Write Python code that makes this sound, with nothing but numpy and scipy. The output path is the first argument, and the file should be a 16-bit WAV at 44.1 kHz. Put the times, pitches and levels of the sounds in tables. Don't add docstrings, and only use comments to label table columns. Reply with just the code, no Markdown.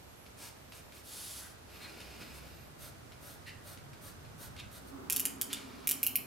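import sys
import numpy as np
from scipy import signal
from scipy.fft import rfft, irfft, next_fast_len
from scipy.io import wavfile
from scipy.ndimage import uniform_filter1d

SR = 44100
rng = np.random.default_rng(int(sys.argv[2]) if len(sys.argv) > 2 else 0)


def file_out(sig):
    cols = np.atleast_2d(sig).T
    lim = np.clip(cols, -1, 1)
    pcm = np.round(lim * 32767).astype(np.int16)
    wavfile.write(sys.argv[1], SR, pcm)


N = 276066
TIME = np.arange(N) / SR
# f/Hz, level/dB
CONTACT_COLOUR = [(400, -26), (1400, -2.5), (1850, -5.5), (2250, 1.5), (2700, 0.5), (3300, -3), (4000, -2),
                  (5500, -6), (8000, -16), (12000, -11.5), (15500, -38)]


def amp(db):
    return 10 ** (np.asarray(db) / 20)


def unit_rms(x):
    return x / np.sqrt(np.mean(x ** 2) + 1e-20)


def curve_at(points, hz):
    f, value = np.transpose(points)
    return np.interp(np.log(hz + 1), np.log(f + 1), value)


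def add(mix, start_s, sound):
    part = mix[round(start_s * SR):][:len(sound)]
    part += sound[:len(part)]


def coloured(x, colour):
    size = next_fast_len(x.shape[-1])
    hz = np.fft.rfftfreq(size, 1 / SR)
    gain = amp(curve_at(colour, hz)) * np.minimum(hz / colour[0][0], 1) ** 2
    return unit_rms(irfft(rfft(x, size) * gain, size)[..., :x.shape[-1]])


def noise_pair(size, coherence):
    a, b = rfft(rng.standard_normal((2, next_fast_len(size))))
    same = curve_at(coherence, np.linspace(0, SR / 2, len(a)))
    return irfft([a, same * a + np.sqrt(1 - same ** 2) * b], next_fast_len(size))[:, :size]


def diffuse(colour):
    coherence = [(30, 0.57), (70, 0.87), (140, 0.32), (280, 0.39), (640, -0.32), (1400, 0.028),
                 (3100, -0.18), (15000, 0.17)]
    return coloured(noise_pair(N, coherence), colour)


def flutter(size, depth_db, window):
    return amp(depth_db * unit_rms(uniform_filter1d(rng.standard_normal(size), size=window)))


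def impact(colour, decay_s, size=1024):
    n = np.arange(size)
    burst = rfft(rng.standard_normal(size) * np.exp(-n / SR / decay_s))
    chatter = irfft(burst / np.sqrt(uniform_filter1d(abs(burst) ** 2, size=25))) * np.exp(-n / size)
    log_gain = np.log(amp(curve_at(colour, abs(np.fft.fftfreq(size, 1 / SR)))))
    click = np.fft.ifft(np.exp(np.conj(signal.hilbert(log_gain)))).real
    return signal.fftconvolve(chatter, click / np.linalg.norm(click))


def rub(gain, colour, grain_db, flutter_db=0):
    snaps = rng.choice([-1, 1], N) * (rng.random(N) < 5000 / SR)
    snaps = snaps * amp(grain_db * np.minimum(rng.exponential(1, N), 3))
    pressure = flutter(N, flutter_db, window=300)
    friction = (unit_rms(snaps) + 0.85 * rng.standard_normal(N)) * pressure
    return gain * coloured(friction, colour)


def stroke(start_s, length_s, db, crest=0.5, swell=1.34):
    way = np.clip((TIME - start_s) / length_s, 0, 1) ** (np.log(0.5) / np.log(crest))
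    speed = 1 - (2 * way - 1) ** 2
    return amp(db) * speed ** swell


def strokes(rows, **shape):
    return sum(stroke(*row, **shape) for row in rows)


def held(start_s, end_s, db, attack_s, release_s=0.1, db_per_s=0):
    rise = np.clip((TIME - start_s) / attack_s, 0, 1)
    fall = np.exp(-np.maximum(TIME - end_s, 0) / release_s)
    return rise * fall * amp(db + db_per_s * (np.clip(TIME, start_s, end_s) - start_s))


def room_tone():
    colour = [(12, -37), (20, -17), (91, -0.5), (150, -6.5), (187, -7), (248, -7), (542, -9), (642, -7),
              (1000, -13.5), (1330, -14.5), (2390, -18), (7950, -25), (11800, -27.5), (14700, -29),
              (16000, -50)]
    return amp(-54.8) * diffuse(colour)


def hum(pitch_hz=64):
    contour = [(0.0, -75), (2.42, -59.5), (3.64, -73), (4.44, -61), (6.26, -68)]  # t/s, level/dB
    times_s, db = np.transpose(contour)
    gain = amp(np.interp(TIME, times_s, db)) * (TIME <= times_s[-1])
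    waver = coloured(rng.standard_normal(N), [(1, 0), (4, 0), (12, -30), (60, -100)])
    phase = 2 * np.pi * pitch_hz * TIME + 0.4 * waver[::-1]
    return gain * unit_rms((1 + 0.38 * waver) * np.sin(phase))


def arm_rumble(rest_db=-65):
    colour = [(20, -17), (35, -12), (50, -17), (90, 0.5), (145, -1), (180, -11.5), (220, -8), (300, -15.5),
              (700, -21.5), (1500, -17.5), (3000, -54)]
    lean = held(2.02, 4.66, db=-63.5, attack_s=0.3, release_s=0.18, db_per_s=3)
    return (amp(rest_db) + lean) * diffuse(colour)


def squeaks(growth_db=4):
    glides = [(0, .3, 12460, 11350, -450, 700, -70.5), (0.543, 0.55, 12400, 12550, -600, 700, -72),
              (1.7, 0.14, 11400, 15500, -600, 300, -67), (2.05, .35, 13600, 11900, 1400, 220, -71.5),
              (2.388, .33, 15100, 10900, 500, 200, -71), (2.41, .22, 14300, 11300, 700, 220, -75)]
    out = np.zeros(N)
    for start_s, length_s, first_hz, last_hz, bow_hz, width_hz, db in glides:
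        way = np.linspace(0, 1, round(length_s * SR))
        arch = 1 - (2 * way - 1) ** 2
        hz = first_hz + (last_hz - first_hz) * way + bow_hz * arch
        pole = np.exp(-np.pi * width_hz / SR)
        fuzz = signal.lfilter([1], np.poly([pole, pole]), rng.standard_normal((len(way), 2)) @ [1, 1j])
        grip = flutter(len(way), depth_db=2.5, window=900)
        tone = (grip * fuzz * np.exp(2j * np.pi * np.cumsum(hz) / SR)).real
        add(out, start_s, unit_rms(tone) * arch ** 0.2 * amp(db + growth_db * (way - 0.5)))
    return out


def taps(bounce_s=0.011, bounce_db=-6):
    touches = [(0.2635, -45), (0.7219, -39), (0.9222, -42.5), (1.759, -40), (2.003, -36.5), (2.219, -42),
               (3.1206, -40.5), (3.7747, -42.5), (3.933, -45), (4.2498, -47), (4.565, -41), (4.598, -36.5)]
    out = np.zeros(N)
    for start_s, db in touches:
        for delay_s, drop_db in ((0, 0), (bounce_s, bounce_db)):
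            knock = impact(CONTACT_COLOUR, decay_s=0.0036)
            add(out, start_s + delay_s, amp(db + drop_db) * knock / abs(knock).max())
    return out


def curls():
    moves = [(.36, 0.16, -51.5), (.705, 0.12, -58), (.91, 0.12, -59), (1.79, 0.079, -60),
             (2.32, 0.087, -57.5)]
    colour = [(300, -6), (700, -4.5), (1700, -4.5), (2000, -11), (2400, -2), (3000, -5), (5000, -5),
              (7700, -7), (9000, -1.5), (10500, -9), (12000, -5.5), (15500, -14.5)]
    return rub(strokes(moves), colour, grain_db=4.5)


def hand_sweep():
    moves = [(1.032, .52, -47.5), (1.358, 0.055, -58)]  # t/s, length/s, level/dB
    colour = [(700, -8), (1100, -8.5), (1600, -9), (2100, -11.5), (3200, -3), (4400, -2.5), (6400, -4),
              (8300, -3), (10900, 1), (12600, -4), (16000, -14)]
    return rub(strokes(moves, crest=0.39, swell=1.13), colour, grain_db=-1, flutter_db=0.5)


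def hand_skid():
    moves = [(1.398, 0.09, -57)]  # t/s, length/s, level/dB
    colour = [(900, -17), (1350, -7), (1580, 0), (1900, -9), (4000, -23)]  # f/Hz, level/dB
    return rub(strokes(moves), colour, grain_db=4.5)


def long_line():
    moves = [(1.672, 1.04, -56.5)]  # t/s, length/s, level/dB
    catches = [(1.99, 0.052, -64), (2.19, .06, -58.5)]  # t/s, length/s, level/dB
    colour = [(150, 6.5), (320, 8), (700, -0.5), (1000, -3.5), (2000, -3.5), (2550, 3.5), (3350, -6),
              (4150, -2), (4500, -4.5), (5000, -0.5), (5500, -7.5), (7000, -11), (9900, -10), (10700, -11),
              (12300, -10), (15500, -21)]
    gain = strokes(moves, crest=0.3, swell=0.7) + strokes(catches)
    return rub(gain, colour, grain_db=1, flutter_db=1)


def digs(ease_s=0.08, ease_db=-17):
    turns = [(3.455, 0.059, -49, .48), (4.545, .066, -49, 0.79), (1.795, .088, -52, 0.47)]  # t/s, length/s, level/dB, crest/fraction of length
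    colours = [
        [(500, -25), (1550, -11), (1880, 5), (2080, -1), (2300, 0), (2470, -3), (2700, 3.5), (3300, -10),
         (4000, -1.5), (6000, -15.5), (12000, -17), (15500, -28)],
        [(500, -18), (1800, -11), (2700, 1), (3050, -2), (3450, -1), (3950, -3), (4700, -11), (8000, -15),
         (15500, -27)],
        [(900, -6), (1900, -0.5), (3200, -8), (4200, 3.5), (4700, -16), (12000, -23)],
    ]
    out = np.zeros(N)
    for (start_s, length_s, db, crest), colour in zip(turns, colours):
        bite = stroke(start_s, length_s, db, crest, swell=1.2)
        ease = stroke(start_s + crest * length_s, ease_s, db + ease_db, swell=0.65)
        out += rub(bite + ease, colour, grain_db=4, flutter_db=0.7)
    return out


def hatching():
    moves = [(2.775, 0.14, -53), (3.19, 0.19, -54.5), (3.625, 0.15, -54), (4, 0.13, -54),
             (4.368, 0.13, -52.5), (4.7, 0.11, -55.5), (4.85, 0.07, -60.5)]
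    colour = [(300, -12.5), (600, 2), (900, -8), (1350, -2), (2200, -10), (3100, -9.5), (4000, -5),
              (5300, -9), (6200, -6.5), (7200, -11.5), (9200, -1.5), (10600, -10.5), (12000, 0.5),
              (13200, -9.5), (15700, -13)]
    return rub(strokes(moves), colour, grain_db=-2.5, flutter_db=-1)


def drone():
    colour = [(100, -16), (210, -11), (245, -6), (272, 2), (310, -19), (390, -8), (520, -20.5),
              (1250, -17.5), (2000, -32), (5000, -57), (12000, -47), (16000, -42)]
    return held(4.75, 6.26, db=-47.5, attack_s=0.24, db_per_s=-3.5) * diffuse(colour)


def handle_ring(pitch_hz, t60_scale=0.99, attack_s=0.00031):
    modes = [(.79, -14, 0.0063), (.89, -3.5, 0.0083), (1, 2, .01), (1.12, -2.5, 0.011), (1.56, -6, .008),
             (2.03, -6, 0.0063)]
    t = np.arange(2047) / SR
    ring = np.zeros(len(t))
    for ratio, db, t60_s in modes:
        hz = ratio * pitch_hz * rng.normal(1, 0.024)
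        ring += amp(db - 60 * t / (t60_s * t60_scale)) * np.sin(2 * np.pi * (hz * t + rng.random()))
    return ring * (1 - np.exp(-t / attack_s)) ** 2


def ratchet(echo_s=0.0057, rms_span_s=0.0029):
    notches = [(5.0993, -26, -0.5, 2680, -32.5), (5.1241, -25.5, 4, 2710, -42),
               (5.1625, -25, 4.5, 2890, -37), (5.1968, -26, 5, 2800, -38.5), (5.2539, -25, 1.5, 2950, -34),
               (5.4136, -26.5, 1.5, 2930, -39.5), (5.53, -31.5, -5.5, 3040, -34),
               (5.8727, -24.5, 7.5, 2600, -34.8), (5.8912, -25.5, 1.5, 2580, -37),
               (5.9116, -23.8, 6, 2890, -36.5), (6.0307, -23, 11.5, 2590, -34),
               (6.066, -22.5, 14.5, 2700, -32), (6.1563, -22, 15, 2615, -32)]
    snap_colour = [(1000, -24.5), (1700, -13.5), (3700, -10.5), (4500, -12.5), (5400, -6.5), (7300, -3),
                   (8700, -2.5), (10000, -1.5), (12400, 0.5), (14500, -5), (16000, -14.5)]
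    direct, echo = np.zeros((2, N))
    norm = np.sqrt(rms_span_s * SR)
    for start_s, snap_db, boost_db, handle_hz, handle_db in notches:
        colour = [(hz, db + boost_db * np.interp(hz, [8500, 12000], [0, 1])) for hz, db in snap_colour]
        snap = impact(colour, decay_s=0.0013)
        snap *= amp(snap_db) * norm / np.linalg.norm(snap)
        ring = handle_ring(handle_hz)
        ring *= amp(handle_db) * norm / np.linalg.norm(ring)
        add(direct, start_s, snap + ring)
        add(echo, start_s + echo_s, amp(-2.1) * snap + amp(-14) * ring)
    return direct, echo


def blade_scrape():
    shove = held(5.49, 5.522, db=-47.5, attack_s=0.025, release_s=0.039)
    glide = held(5.5, 5.86, db=-62, attack_s=0.03, release_s=0.012)
    return rub(shove + glide, CONTACT_COLOUR, grain_db=4.5, flutter_db=2)


def wall_echoes(x):
    reflections = [(0.0097, -18), (0.0165, -13), (.0272, -23)]  # delay/s, level/dB
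    out = np.zeros(N)
    for delay_s, db in reflections:
        add(out, delay_s, amp(db) * x)
    return out


def reverb(x, build_s=0.0035, scatter_db=7, scatter_s=0.0061):
    decay = [(300, 0.42), (1500, 0.86), (2800, 0.32), (5000, 0.45), (10000, 0.32), (15000, 0.22)]  # f/Hz, t60/s
    coherence = [(700, -0.099), (1500, 0.16), (2600, 0.89), (5000, 0.62), (12000, -0.12)]  # f/Hz, left-right coherence
    size = SR // 2
    hz, frame_s, bands = signal.stft(noise_pair(size, coherence), SR, nperseg=256)
    bands *= amp(-60 * frame_s / curve_at(decay, hz)[:, None])
    tail = signal.istft(bands, SR)[1][:, :size]
    t = np.arange(size) / SR
    tail *= (1 - np.exp(-t / build_s)) * (1 + amp(scatter_db) * np.exp(-t / scatter_s))
    return signal.fftconvolve(x[None], tail / np.linalg.norm(tail[0]), axes=1)[:, :N]


def scene():
    drawing = amp(1.5) * curls() + amp(1.2) * hatching() + hand_sweep() + hand_skid()
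    drawing += amp(1.36) * long_line() + amp(-0.5) * digs() + amp(-1) * taps() + squeaks()
    clicks, click_echo = ratchet()
    knife = clicks + blade_scrape()
    near = drawing + knife + click_echo + wall_echoes(knife)
    wet = amp(-2.5) * reverb(drawing) + amp(-1.5) * reverb(knife)
    background = amp(-1) * hum() + room_tone() + arm_rumble() + drone()
    return (near + wet) * amp([[-0.4], [0.4]]) + background * amp([[-0.8], [1]])


def record(dry):
    lowpass = signal.firwin(255, 15900, window=("kaiser", 8), fs=SR)
    return signal.oaconvolve(dry, lowpass[None], "same")


dry = scene()
out = record(dry)
file_out(out)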